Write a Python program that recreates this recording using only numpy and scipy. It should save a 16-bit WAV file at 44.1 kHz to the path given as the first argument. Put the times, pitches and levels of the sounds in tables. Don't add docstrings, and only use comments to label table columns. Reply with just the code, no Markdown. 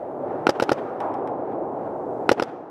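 import sys
import numpy as np
from scipy import signal
from scipy.fft import rfft, irfft, next_fast_len
from scipy.io import wavfile

SR = 44100
rng = np.random.default_rng(int(sys.argv[2]) if len(sys.argv) > 2 else 0)


def digitize_waveform(pressure):
    field = np.atleast_2d(pressure).T
    bounded = np.clip(field, -1, 1)
    quanta = np.round(bounded * 32767).astype(np.int16)
    wavfile.write(sys.argv[1], SR, quanta)


N = 119070


def amp(db):
    return 10 ** (np.asarray(db) / 20)


def along(points, hz):
    freqs, values = np.transpose(points)
    return np.interp(np.log(hz + 1), np.log(freqs + 1), values)


def gain_curve(points):
    times, levels = np.transpose(points)
    return amp(np.interp(np.arange(N) / SR, times, levels))


def filtered(x, response):
    size = next_fast_len(N + SR // 2)
    return irfft(rfft(x, size) * response(np.fft.rfftfreq(size, 1 / SR)), size)[:N]


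def noise(spectrum, length=N):
    x = filtered(rng.standard_normal(N), lambda hz: amp(along(spectrum, hz)))
    return x[:length] / np.sqrt(np.mean(x ** 2) + 1e-20)


def pulse(spectrum, bright_db=0, knee_hz=2000, size=4096):
    hz = np.fft.rfftfreq(size, 1 / SR)
    shelf_db = bright_db * hz ** 2 / (hz ** 2 + knee_hz ** 2)
    cepstrum = irfft(np.log(amp(along(spectrum, hz) + shelf_db)))
    cepstrum[1:size // 2] *= 2
    cepstrum[size // 2 + 1:] = 0
    click = irfft(np.exp(rfft(cepstrum)))
    return click / np.abs(click).max()


def fade(t, t60):
    return np.exp(-np.log(1000) * t / t60)


def add(out, start_s, x):
    i = round(start_s * SR)
    out[i:i + len(x)] += x[:len(out) - i]


def distant_roar():
    # (frequency [Hz], level [dB])
    roar = [(25, -22.5), (50, -25), (80, -22.5), (115, -11.5), (200, -13.5), (280, -4), (400, -2.5),
            (560, -4), (800, -4.5), (1000, -14.5), (1400, -27), (2000, -42.5), (3000, -56), (4200, -66),
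            (7000, -81.5)]
    hollow = [(250, -20.5), (450, -17.5), (570, 5), (720, -6), (1000, -27), (2000, -64)]
    upper_mids = [(600, -4), (1200, 11.5), (2000, -5), (3000, -18.5), (4100, -25), (7000, -37.5)]
    hiss = [(1000, 3), (6000, 2.5), (13000, -3), (15500, -23)]
    # (time [s], level [dB])
    roar_level = [(0, -37), (.17, -31.5), (.32, -28), (.46, -29), (.6, -32.5), (.85, -30), (1.05, -29.5),
                  (1.45, -28.5), (2.0, -29), (2.28, -29.5), (2.45, -34.5), (2.56, -35.5), (2.7, -39)]
    hollow_level = [(0, -33), (.25, -34), (.5, -48), (1.5, -46), (2.2, -43.5), (2.7, -60)]
    upper_level = [(0, -51), (.18, -55.5), (.32, -45), (.46, -48), (.9, -44), (1.38, -64), (1.52, -47),
                   (1.6, -60.5), (1.7, -72.5), (1.76, -55), (1.87, -48.5), (1.95, -60), (2.1, -71),
                   (2.24, -54), (2.5, -51), (2.7, -55)]
    hiss_level = [(0, -90.5), (.45, -76), (.8, -79.5), (1.25, -86.5), (1.7, -79.5), (2.28, -72.5),
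                  (2.5, -102), (2.7, -92.5)]
    bands = [(roar, roar_level), (hollow, hollow_level), (upper_mids, upper_level), (hiss, hiss_level)]
    return sum(gain_curve(level) * noise(colour) for colour, level in bands)


def field_echo(rise_s=0.0041):
    # (frequency [Hz], level [dB])
    colour = [(60, -18), (250, 10), (600, -6.5), (1400, 3.5), (2000, -4.5), (3200, -10.5), (4400, -21),
              (5600, -22), (7000, -27), (9500, -28.5), (15000, -37)]
    # (frequency [Hz], t60 [s])
    decay = [(200, 1), (1000, 0.61), (3000, .65), (6000, 0.88), (12000, 0.14)]
    hz, t, spectra = signal.stft(noise(colour), SR, nperseg=256)
    envelope = fade(t, along(decay, hz)[:, None]) * (1 - np.exp(-t / rise_s))
    return signal.istft(spectra * envelope, SR, nperseg=256)[1][:N]


def far_marker(roll_rise_s=0.0027):
    # (time [s], snap level [dB], roll level [dB])
    shots = [(1.0040, -29, -24.5), (1.1407, -36, -33.5), (1.2748, -35.5, -38)]
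    # (frequency [Hz], level [dB])
    snap_colour = [(400, -31), (1200, 1), (1750, 11.5), (3000, -10.5), (3800, -8), (4600, -20), (5400, -2),
                   (6300, -23.5), (9200, -16), (10300, -22.5), (11500, -26), (15000, -33)]
    fizz_colour = [(500, -12), (1700, 1), (2500, 5.5), (4000, -9), (5700, -14.5), (7000, -19.5),
                   (11000, -22), (15000, -30.5)]
    roll_colour = [(150, -29), (450, -8), (830, 2.5), (1050, -5), (1300, -15), (2000, -28.5), (4000, -53),
                   (10000, -64.5)]
    out, t = np.zeros(N), np.arange(N) / SR
    roll_envelope = (1 - np.exp(-t / roll_rise_s)) * fade(t, t60=1)
    for start, snap_db, roll_db in shots:
        add(out, start, amp(snap_db) * pulse(snap_colour))
        add(out, start, amp(snap_db - 14) * fade(t, t60=0.058) * noise(fizz_colour))
        add(out, start, amp(snap_db - 29.5) * field_echo())
        add(out, start, amp(roll_db) * roll_envelope * noise(roll_colour))
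    return out


def ground_bounce(shot, delay_s=0.0085, corner_hz=1800):
    return filtered(shot, lambda hz: np.exp(-2j * np.pi * hz * delay_s) * 1j * hz / (corner_hz + 1j * hz))


def wall_slap(t, delay_s=0.07, spread_s=0.0087):
    # (frequency [Hz], level [dB])
    colour = [(100, -20.5), (300, 5.5), (700, 5.5), (1400, -9), (2200, -20), (3300, -27.5), (6000, -43.5),
              (14000, -59.5)]
    return np.exp(-0.5 * ((t - delay_s) / spread_s) ** 2) * noise(colour, len(t))


def bolt_clack(t, clack_db, bright_db, rebound_s=0.001766, seat_s=0.0089):
    # (frequency [Hz], level [dB])
    strike_colour = [(60, -25), (150, -9), (350, 2.5), (750, -1.5), (1100, -2.5), (1450, -0.5), (1900, -26),
                     (2300, -16.5), (2750, -12.5), (3400, -29), (5500, -26), (6500, -46.5), (11000, -51.5),
                     (14500, -68)]
    rattle_colour = [(500, -10.5), (1450, 2), (2000, 1.5), (2900, -1.5), (3500, -7), (4100, -2.5),
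                     (4700, -16), (5600, -5), (6400, -33), (8500, -24), (11500, -25.5), (14500, -41)]
    # (frequency [Hz], level [dB], t60 [s])
    modes = [(1010, -31.5, 0.019), (1440, -15.5, 0.023), (2270, -23.5, 0.015), (2696, -23, .02),
             (3880, -28, 0.015), (5380, -34.5, 0.03)]
    strike = amp(clack_db - 1) * pulse(strike_colour, bright_db)
    ring = sum(amp(db) * fade(t, t60) * np.sin(2 * np.pi * hz * t) for hz, db, t60 in modes)
    rattle = amp(bright_db - 19) * fade(t, t60=0.03) * noise(rattle_colour, len(t))
    seating = amp(bright_db - 25) * fade(t, t60=0.011) * noise(rattle_colour, len(t))
    out = amp(clack_db) * (ring + rattle)
    add(out, 0, strike)
    add(out, rebound_s, -amp(-2) * strike)
    add(out, seat_s, seating)
    return out


def barrel_pop(t, attack_s=0.0018):
    # (frequency [Hz], level [dB], t60 [s])
    modes = [(145, -18, 0.039), (293, -14.5, 0.024), (364, -5.5, 0.033), (472.3, -5.5, 0.033),
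             (530, -3, 0.029), (630, -22, 0.032), (830, -9, 0.036), (964, -22.5, 0.042),
             (1340, -15.5, 0.015)]
    ring = np.zeros(len(t))
    for hz, db, t60 in modes:
        gain = amp(db + rng.normal(0, 1))
        detune = 1 + rng.normal(0, 0.0098)
        ring += gain * fade(t, t60) * np.sin(2 * np.pi * hz * detune * t)
    return ring * (1 - np.exp(-t / attack_s))


def air_spit(t, pop_s, peak_s=0.004, rise_s=0.0013):
    # (frequency [Hz], level [dB])
    colour = [(500, -16), (1300, 9), (2300, -1), (3900, -4.5), (4600, -7), (5000, 1.5), (5950, -5),
              (6400, -11), (8200, -17.5), (11000, -19), (14000, -27), (15400, -38)]
    # (time from the pop [s], level [dB], t60 [s])
    ticks = [(-.0005, -31.5, 0.016), (0.0143, -26, .016)]
    swell = np.exp(np.minimum(t - peak_s, 0) / rise_s)
    envelope = np.minimum(swell, fade(t - peak_s, t60=0.022))
    out = np.zeros(N)
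    add(out, pop_s, amp(-20) * envelope * noise(colour, len(t)))
    for offset, db, t60 in ticks:
        add(out, pop_s + offset, amp(db) * fade(t, t60) * noise(colour, len(t)))
    return out


def near_marker():
    # (time [s], clack [dB], clack brightness [dB], delay to the pop [s], pop [dB], air [dB])
    shots = [(.4687, -1.5, -2.5, 0.022, 2, 1), (.5995, -6.5, -1, 0.023, -0.5, -1),
             (.6935, -7, -3.5, .0226, 2.5, -1), (2.2923, -0.5, 2.5, .0222, 3, 1.5),
             (2.3982, -7.5, -5.5, 0.023, -4.5, -4.5)]
    out, t = np.zeros(N), np.arange(SR // 8) / SR
    for start, clack_db, bright_db, delay, pop_db, air_db in shots:
        shot, pop_s = np.zeros(N), start + delay
        add(shot, start, bolt_clack(t, clack_db, bright_db))
        add(shot, pop_s, amp(pop_db - 1) * barrel_pop(t))
        shot += amp(air_db) * air_spit(t, pop_s)
        out += shot + amp(-17) * ground_bounce(shot)
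        add(out, pop_s, amp(air_db - 43.5) * field_echo())
        add(out, pop_s, amp(pop_db - 28.5) * wall_slap(t))
    return out


def scene():
    return (near_marker() + far_marker() + distant_roar())[None]


def gain_control(x, threshold_db=-16.5, lag_s=0.028, memory_s=0.014):
    t = np.maximum(np.arange(SR // 4) / SR - lag_s, 0)
    memory = t * np.exp(-t / memory_s)
    power = np.abs(signal.fftconvolve(x ** 2, memory / memory.sum())[:N])
    return x / np.sqrt(1 + (power / amp(threshold_db) ** 2) ** 2)


def record(dry):
    low_hz, high_hz, top_hz = 83, 14300, 15500
    mic = filtered(dry[0], lambda hz: hz ** 2 / (hz ** 2 - np.sqrt(2) * 1j * hz * low_hz - low_hz ** 2))
    ducked = gain_control(mic)
    clipped = ducked / (1 + ducked ** 8) ** (1 / 8)
    return filtered(clipped, lambda hz: (hz < top_hz) / (1 + (hz / high_hz) ** 20))[None]


dry = scene()
out = record(dry)
digitize_waveform(out)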